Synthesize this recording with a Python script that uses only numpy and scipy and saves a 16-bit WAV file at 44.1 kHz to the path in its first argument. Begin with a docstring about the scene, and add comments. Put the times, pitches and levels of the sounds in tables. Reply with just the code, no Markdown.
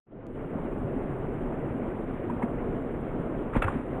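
"""A dull rush of water fades in, with one faint tick, and pours steadily into a pond.
Bubbles gurgle in it and bursting foam adds a faint fizz. A crocodilian dips its snout
with two small plops: pockets of trapped air ringing. Near the end it strikes sideways
at fish: a swish of spray, a gulp of air, a ringing clatter as the jaws shut,
and water falling back."""
import sys
import numpy as np
from scipy import signal
from scipy.fft import rfft, irfft
from scipy.io import wavfile

SR = 44100
rng = np.random.default_rng(int(sys.argv[2]) if len(sys.argv) > 2 else 0)


def unload_wav(signal):
    """Save mono or channel-first audio to the path in sys.argv[1] as 16-bit WAV at rate SR, clipped to [-1, 1]."""
    wavfile.write(
        sys.argv[1],
        SR,
        np.round(np.clip(np.atleast_2d(signal).T, -1, 1) * 32767).astype(np.int16),
    )


N = 176400
TIME = np.arange(N) / SR
BIN_HZ = np.arange(N // 2 + 1) * SR / N


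def from_db(db):
    """Turn decibels into a gain."""
    return 10 ** (np.asarray(db) / 20)


def unit_rms(x):
    """Scale a sound so that its average size (rms) is 1."""
    return x / np.sqrt(np.mean(x ** 2) + 1e-20)


def shape(x, spectrum):
    """Filter by (f/Hz, level/dB) points; nothing passes outside them."""
    hz, db = np.transpose(spectrum)
    gain_db = np.interp(np.log(np.maximum(BIN_HZ, 1)), np.log(hz), db, left=-np.inf, right=-np.inf)
    return irfft(rfft(x) * from_db(gain_db), N)


def colour(x, spectrum):
    """Give a noise this tone colour and an rms of 1."""
    return unit_rms(shape(x, spectrum))


def drift(hz):
    """A slow random wobble, about 1 in size."""
    step, warm_up = 40, 2000
    pole = np.exp(-2 * np.pi * hz * step / SR)
    noise = rng.standard_normal(N // step + warm_up + 2)
    slow = signal.lfilter([1], [1, -2 * pole, pole * pole], noise)[warm_up:]
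    return np.interp(np.arange(N) / step, np.arange(len(slow)), unit_rms(slow))


def ring(clicks, hz, fade_s):
    """Each click starts a tone that fades by 60 dB in fade_s."""
    pole, angle = from_db(-60 / (fade_s * SR)), 2 * np.pi * hz / SR
    return signal.lfilter([0, np.sin(angle)], [1, -2 * pole * np.cos(angle), pole * pole], clicks + 1e-18)


def random_clicks(per_s, spread_db):
    """Clicks of uneven size at random times."""
    sizes = from_db(spread_db * np.minimum(rng.exponential(1, N), 4)) * rng.choice([-1, 1], N)
    return sizes * (rng.random(N) < per_s / SR)


def churn(shared_db, own_db, shared_hz, own_hz):
    """Churning water: bands of noise swell partly together, partly each on its own."""
    edges_hz = np.r_[0, 90 * 2 ** np.arange(8), SR]
    white = rfft(rng.standard_normal(N))
    together_db = shared_db * drift(shared_hz)
    out = np.zeros(N)
    for low, high in zip(edges_hz, edges_hz[1:]):
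        band = irfft(white * ((BIN_HZ >= low) & (BIN_HZ < high)), N)
        out += band * from_db(together_db + own_db * drift(own_hz))
    return out


def gurgles(per_s, low_hz, high_hz, pitches, fade_cycles):
    """Big bubbles ring at random in the pouring water."""
    births = random_clicks(per_s, spread_db=-0.5)
    chosen_pitch = rng.integers(0, pitches, N)
    return unit_rms(sum(ring(births * (chosen_pitch == k), hz, fade_cycles / hz)
                        for k, hz in enumerate(np.geomspace(low_hz, high_hz, pitches))))


# How loud the water is; it fades in and dips briefly near the end: t/s, level/dB
FLOW_LEVEL = [(0.055, -108), (0.07, -60.5), (0.108, -53), (0.122, -46.5), (0.27, -41), (0.33, -40),
              (0.36, -36), (0.48, -34), (0.8, -32.5), (1.6, -32), (2.4, -32), (3.25, -31.6), (3.52, -32),
              (3.6, -34.5), (3.76, -32.5), (3.84, -36.5), (3.95, -30.5)]
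# Tone colour of the rushing water: f/Hz, level/dB
RUSH_COLOUR = [(12, -4.5), (27, 3), (50, -1.5), (75, -10), (105, -2), (140, -1), (190, -4.5), (243, 2),
               (300, -0.5), (370, -1.4), (470, -5), (620, -8.5), (850, -14.5), (1380, -21), (1700, -26),
               (2200, -30), (2420, -33), (2600, -36), (2850, -37.5), (3300, -44), (3900, -55.5),
               (4500, -75.5)]
# Tone colour of bursting foam, also the treble of spray and teeth: f/Hz, level/dB
FIZZ_COLOUR = [(6200, -28.5), (7400, -1), (8300, -11), (8800, 4), (9500, -1), (9900, -17), (11700, -27),
               (12230, -11.5), (12700, -22.5), (13600, -8), (14200, -23.5), (15600, -20.5)]
FIZZ_DB, GURGLE_DB, WHINE_DB = -47.5, -11.5, -56.5   # compared with the rush
WHINE_HZ, TICK_S = 12230, 0.268

def inflow():
    """Water pours in: rush, gurgles, fizz and a thin whine all follow one level."""
    water = churn(shared_db=0.24, own_db=1.37, shared_hz=3.9, own_hz=20.2)
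    rush = colour(water, RUSH_COLOUR)
    bubbles = from_db(GURGLE_DB) * gurgles(per_s=170, low_hz=150.3, high_hz=544, pitches=18, fade_cycles=16)
    fizz = from_db(FIZZ_DB) * colour(water, FIZZ_COLOUR)
    whine = from_db(WHINE_DB) * np.sqrt(2) * np.sin(2 * np.pi * WHINE_HZ * TIME)
    level = from_db(np.interp(TIME, *np.transpose(FLOW_LEVEL)))
    return level * (rush + bubbles + (fizz + whine) * (TIME > TICK_S))


# Tone colour of the tick: f/Hz, level/dB
TICK_COLOUR = [(300, -1), (2500, -1), (5000, -1), (10000, -18), (15500, -20)]

def tick(db=-45, decay_s=0.0005):
    """One faint, dry tick while the water fades in."""
    envelope = from_db(db) * np.exp(-np.abs(TIME - TICK_S) / decay_s)
    return shape(envelope * rng.standard_normal(N), TICK_COLOUR)


def bubble(start_s, hz, db, decay_s, rise_octaves):
    """An air pocket rings briefly; its pitch can rise as it nears the surface."""
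    age = np.maximum(TIME - start_s, 0)
    pitch = hz * 2 ** (rise_octaves * np.minimum(age / decay_s, 4))
    phase = 2 * np.pi * np.cumsum(pitch * (age > 0)) / SR
    onset = 1 - np.exp(-2 * (age * hz) ** 2)   # builds up in about one cycle
    envelope = onset * np.exp(-age / decay_s)
    return from_db(db) * envelope / envelope.max() * np.sin(phase)


# Pockets of air: t/s, f/Hz, peak level/dB, decay/s, pitch rise/octaves per decay time
AIR_POCKETS = [(0.553, 228, -22.5, 0.0073, 0), (.842, 133, -26.5, .012, 0.032),
               (0.962, 256, -26, 0.016, 0.035), (1.1, 132.5, -27.5, 0.029, 0),
               (2.298, 960, -25, 0.0057, 0.0000021), (2.421, 880, -27, 0.0043, 0.064),
               (2.426, 1800, -32, 0.0032, 0.12), (2.428, 2130, -36, 0.0051, .015),
               (2.431, 227, -20.5, 0.016, 0), (2.847, 640, -34, 0.0035, 0),
               (3.192, 150, -21, 0.0066, 0.091), (3.207, 246, -23, 0.0091, 0.064),
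               (3.535, 1300, -31, 0.0017, 0.0071), (3.553, 914, -21.5, 0.0037, 0.00082),
               (3.5603, 440, -14, 0.0018, 0.09), (3.562, 239, -16, 0.006, 0),
               (3.562, 109, -18, 0.0043, 0.021), (3.57, 40, -20.5, 0.011, 0),
               (3.625, 546, -19.5, 0.0015, 0.044), (3.642, 94.3, -21.5, 0.017, 0),
               (3.682, 1013, -19, 0.0025, 0.041), (3.682, 1400, -20.5, .003, 0.014),
               (3.756, 244, -21, 0.011, 0.1)]

def plops():
    """Larger pockets of air ring in the inflow and under the snout."""
    return sum(bubble(*pocket) for pocket in AIR_POCKETS)


# Single drops slapping the pond: t/s, peak level/dB, f/Hz
FALLING_DROPS = [(3.5439, -32, 1150), (3.5472, -32, 1930), (3.5568, -32.5, 2260), (3.5655, -31, 1380),
                 (3.5715, -31.5, 2030), (3.6202, -22, 1330), (3.6258, -24, 2420), (3.637, -29, 1370),
                 (3.642, -22.5, 1390), (3.6465, -26.5, 2000), (3.6715, -29, 1260), (3.681, -29.5, 1880),
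                 (3.6841, -24.5, 1080), (3.7111, -30, 1150)]

def drops(decay_cycles=2.3):
    """Each drop drives a small bubble under, which rings."""
    return sum(bubble(start_s, hz, db, decay_cycles / hz, rise_octaves=0.03)
               for start_s, db, hz in FALLING_DROPS)


# Sheets of water thrown up: peak t/s, level/dB, attack/s, decay/s, brightness/dB per octave
WATER_SHEETS = [(2.301, -41, 0.0057, 0.021, -2.5), (2.43, -34.5, 0.0084, 0.013, -7),
                (3.539, -39.5, 0.0062, 0.035, 1.5), (3.567, -30, 0.005, 0.011, 1.5),
                (3.622, -31, .001, 0.013, 4), (3.643, -34, 0.0016, 0.004, 2),
                (3.683, -35, 0.016, 0.018, -2), (3.729, -43.5, 0.071, 0.16, 0.5)]
# Tone colour of spray, also of the crack of wet teeth: f/Hz, level/dB
SPRAY_COLOUR = [(150, -4.5), (500, -2.5), (950, 2), (1450, -2.5), (1800, -6.5), (2250, -11.5),
                (2750, -15.5), (3100, -21.5), (3500, -25), (4400, -45), (6500, -53.5)]

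def spray(fizz_db=-30, bright_above_hz=1000):
    """Thrown water is a quick swell of tiny droplets; finer ones sound brighter."""
    droplets = random_clicks(per_s=7000, spread_db=1.5)
    fizz = from_db(fizz_db) * colour(droplets, FIZZ_COLOUR)
    out = np.zeros(N)
    for peak_s, db, attack_s, decay_s, brightness in WATER_SHEETS:
        spectrum = [(hz, level + brightness * max(np.log2(hz / bright_above_hz), 0))
                    for hz, level in SPRAY_COLOUR]
        swell = from_db(db) * np.exp(-np.maximum((peak_s - TIME) / attack_s, (TIME - peak_s) / decay_s))
        out += swell * (colour(droplets, spectrum) + fizz)
    return out


# Teeth meeting in turn as the jaws shut: t/s, level/dB
TOOTH_HITS = [(3.6197, -23), (3.6214, -20), (3.6258, -20), (3.6423, -25)]
# Ringing tones heard at each clack, with a thin high whine: f/Hz, level/dB, time to fade by 60 dB/s
CLACK_TONES = [(557, -9, 0.0088), (1248, 0.5, 0.032), (1440, 4.5, 0.022), (1800, -5.5, 0.016),
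               (2230, -10.5, 0.045), (2596, -13, 0.057), (2690, -13, 0.025), (3364, -21.5, 0.024),
               (7600, -29, 0.016), (9040, -26, 0.029), (10940, -49, 0.21), (12230, -39, .09)]

def jaws(cushion_s=0.0024, crack_s=0.0024, crack_db=1, treble_db=-14, spread_db=3.5):
    """Each clack of the teeth is a gritty crack with ringing tones; no two ring alike."""
    ringing, crack_level = np.zeros(N), np.zeros(N)
    for start_s, db in TOOTH_HITS:
        age = np.maximum(TIME - start_s, 0)
        onset = from_db(db) * (1 - np.exp(-(age / cushion_s) ** 2))   # a film of water softens the hit
        crack_level += onset * np.exp(-age / crack_s)
        for hz, tone_db, fade_s in CLACK_TONES:
            strength = from_db(tone_db + rng.normal(0, spread_db))
            fade = from_db(-60 * age / fade_s)
            ringing += onset * strength * fade * np.sin(2 * np.pi * hz * age)
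    grit = crack_level * rng.standard_normal(N)
    crack = from_db(crack_db) * shape(grit, SPRAY_COLOUR)
    treble = from_db(treble_db) * shape(grit, FIZZ_COLOUR)
    return ringing + crack + treble


def scene():
    """The pond and the animal, heard from the bank in one channel."""
    return (inflow() + plops() + drops() + spray() + jaws() + tick())[None]


HOLLOW_HZ, HOLLOW_OCTAVES, HOLLOW_DB, CUTOFF_HZ = 5220, 0.24, -13.5, 15700

def record(dry):
    """The microphone has a hollow in its treble; then the very top is cut off."""
    hz = np.maximum(np.arange(N + 1) * SR / (2 * N), 1)
    octaves_away = np.log2(hz / HOLLOW_HZ)
    hollow = from_db(HOLLOW_DB * np.exp(-(octaves_away / HOLLOW_OCTAVES) ** 2))
    dulled = irfft(rfft(dry, 2 * N) * hollow, 2 * N)[:, :N]
    low_pass = signal.cheby2(12, 70, CUTOFF_HZ, fs=SR, output="sos")
    return signal.sosfilt(low_pass, dulled)


dry = scene()
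out = record(dry)
unload_wav(out)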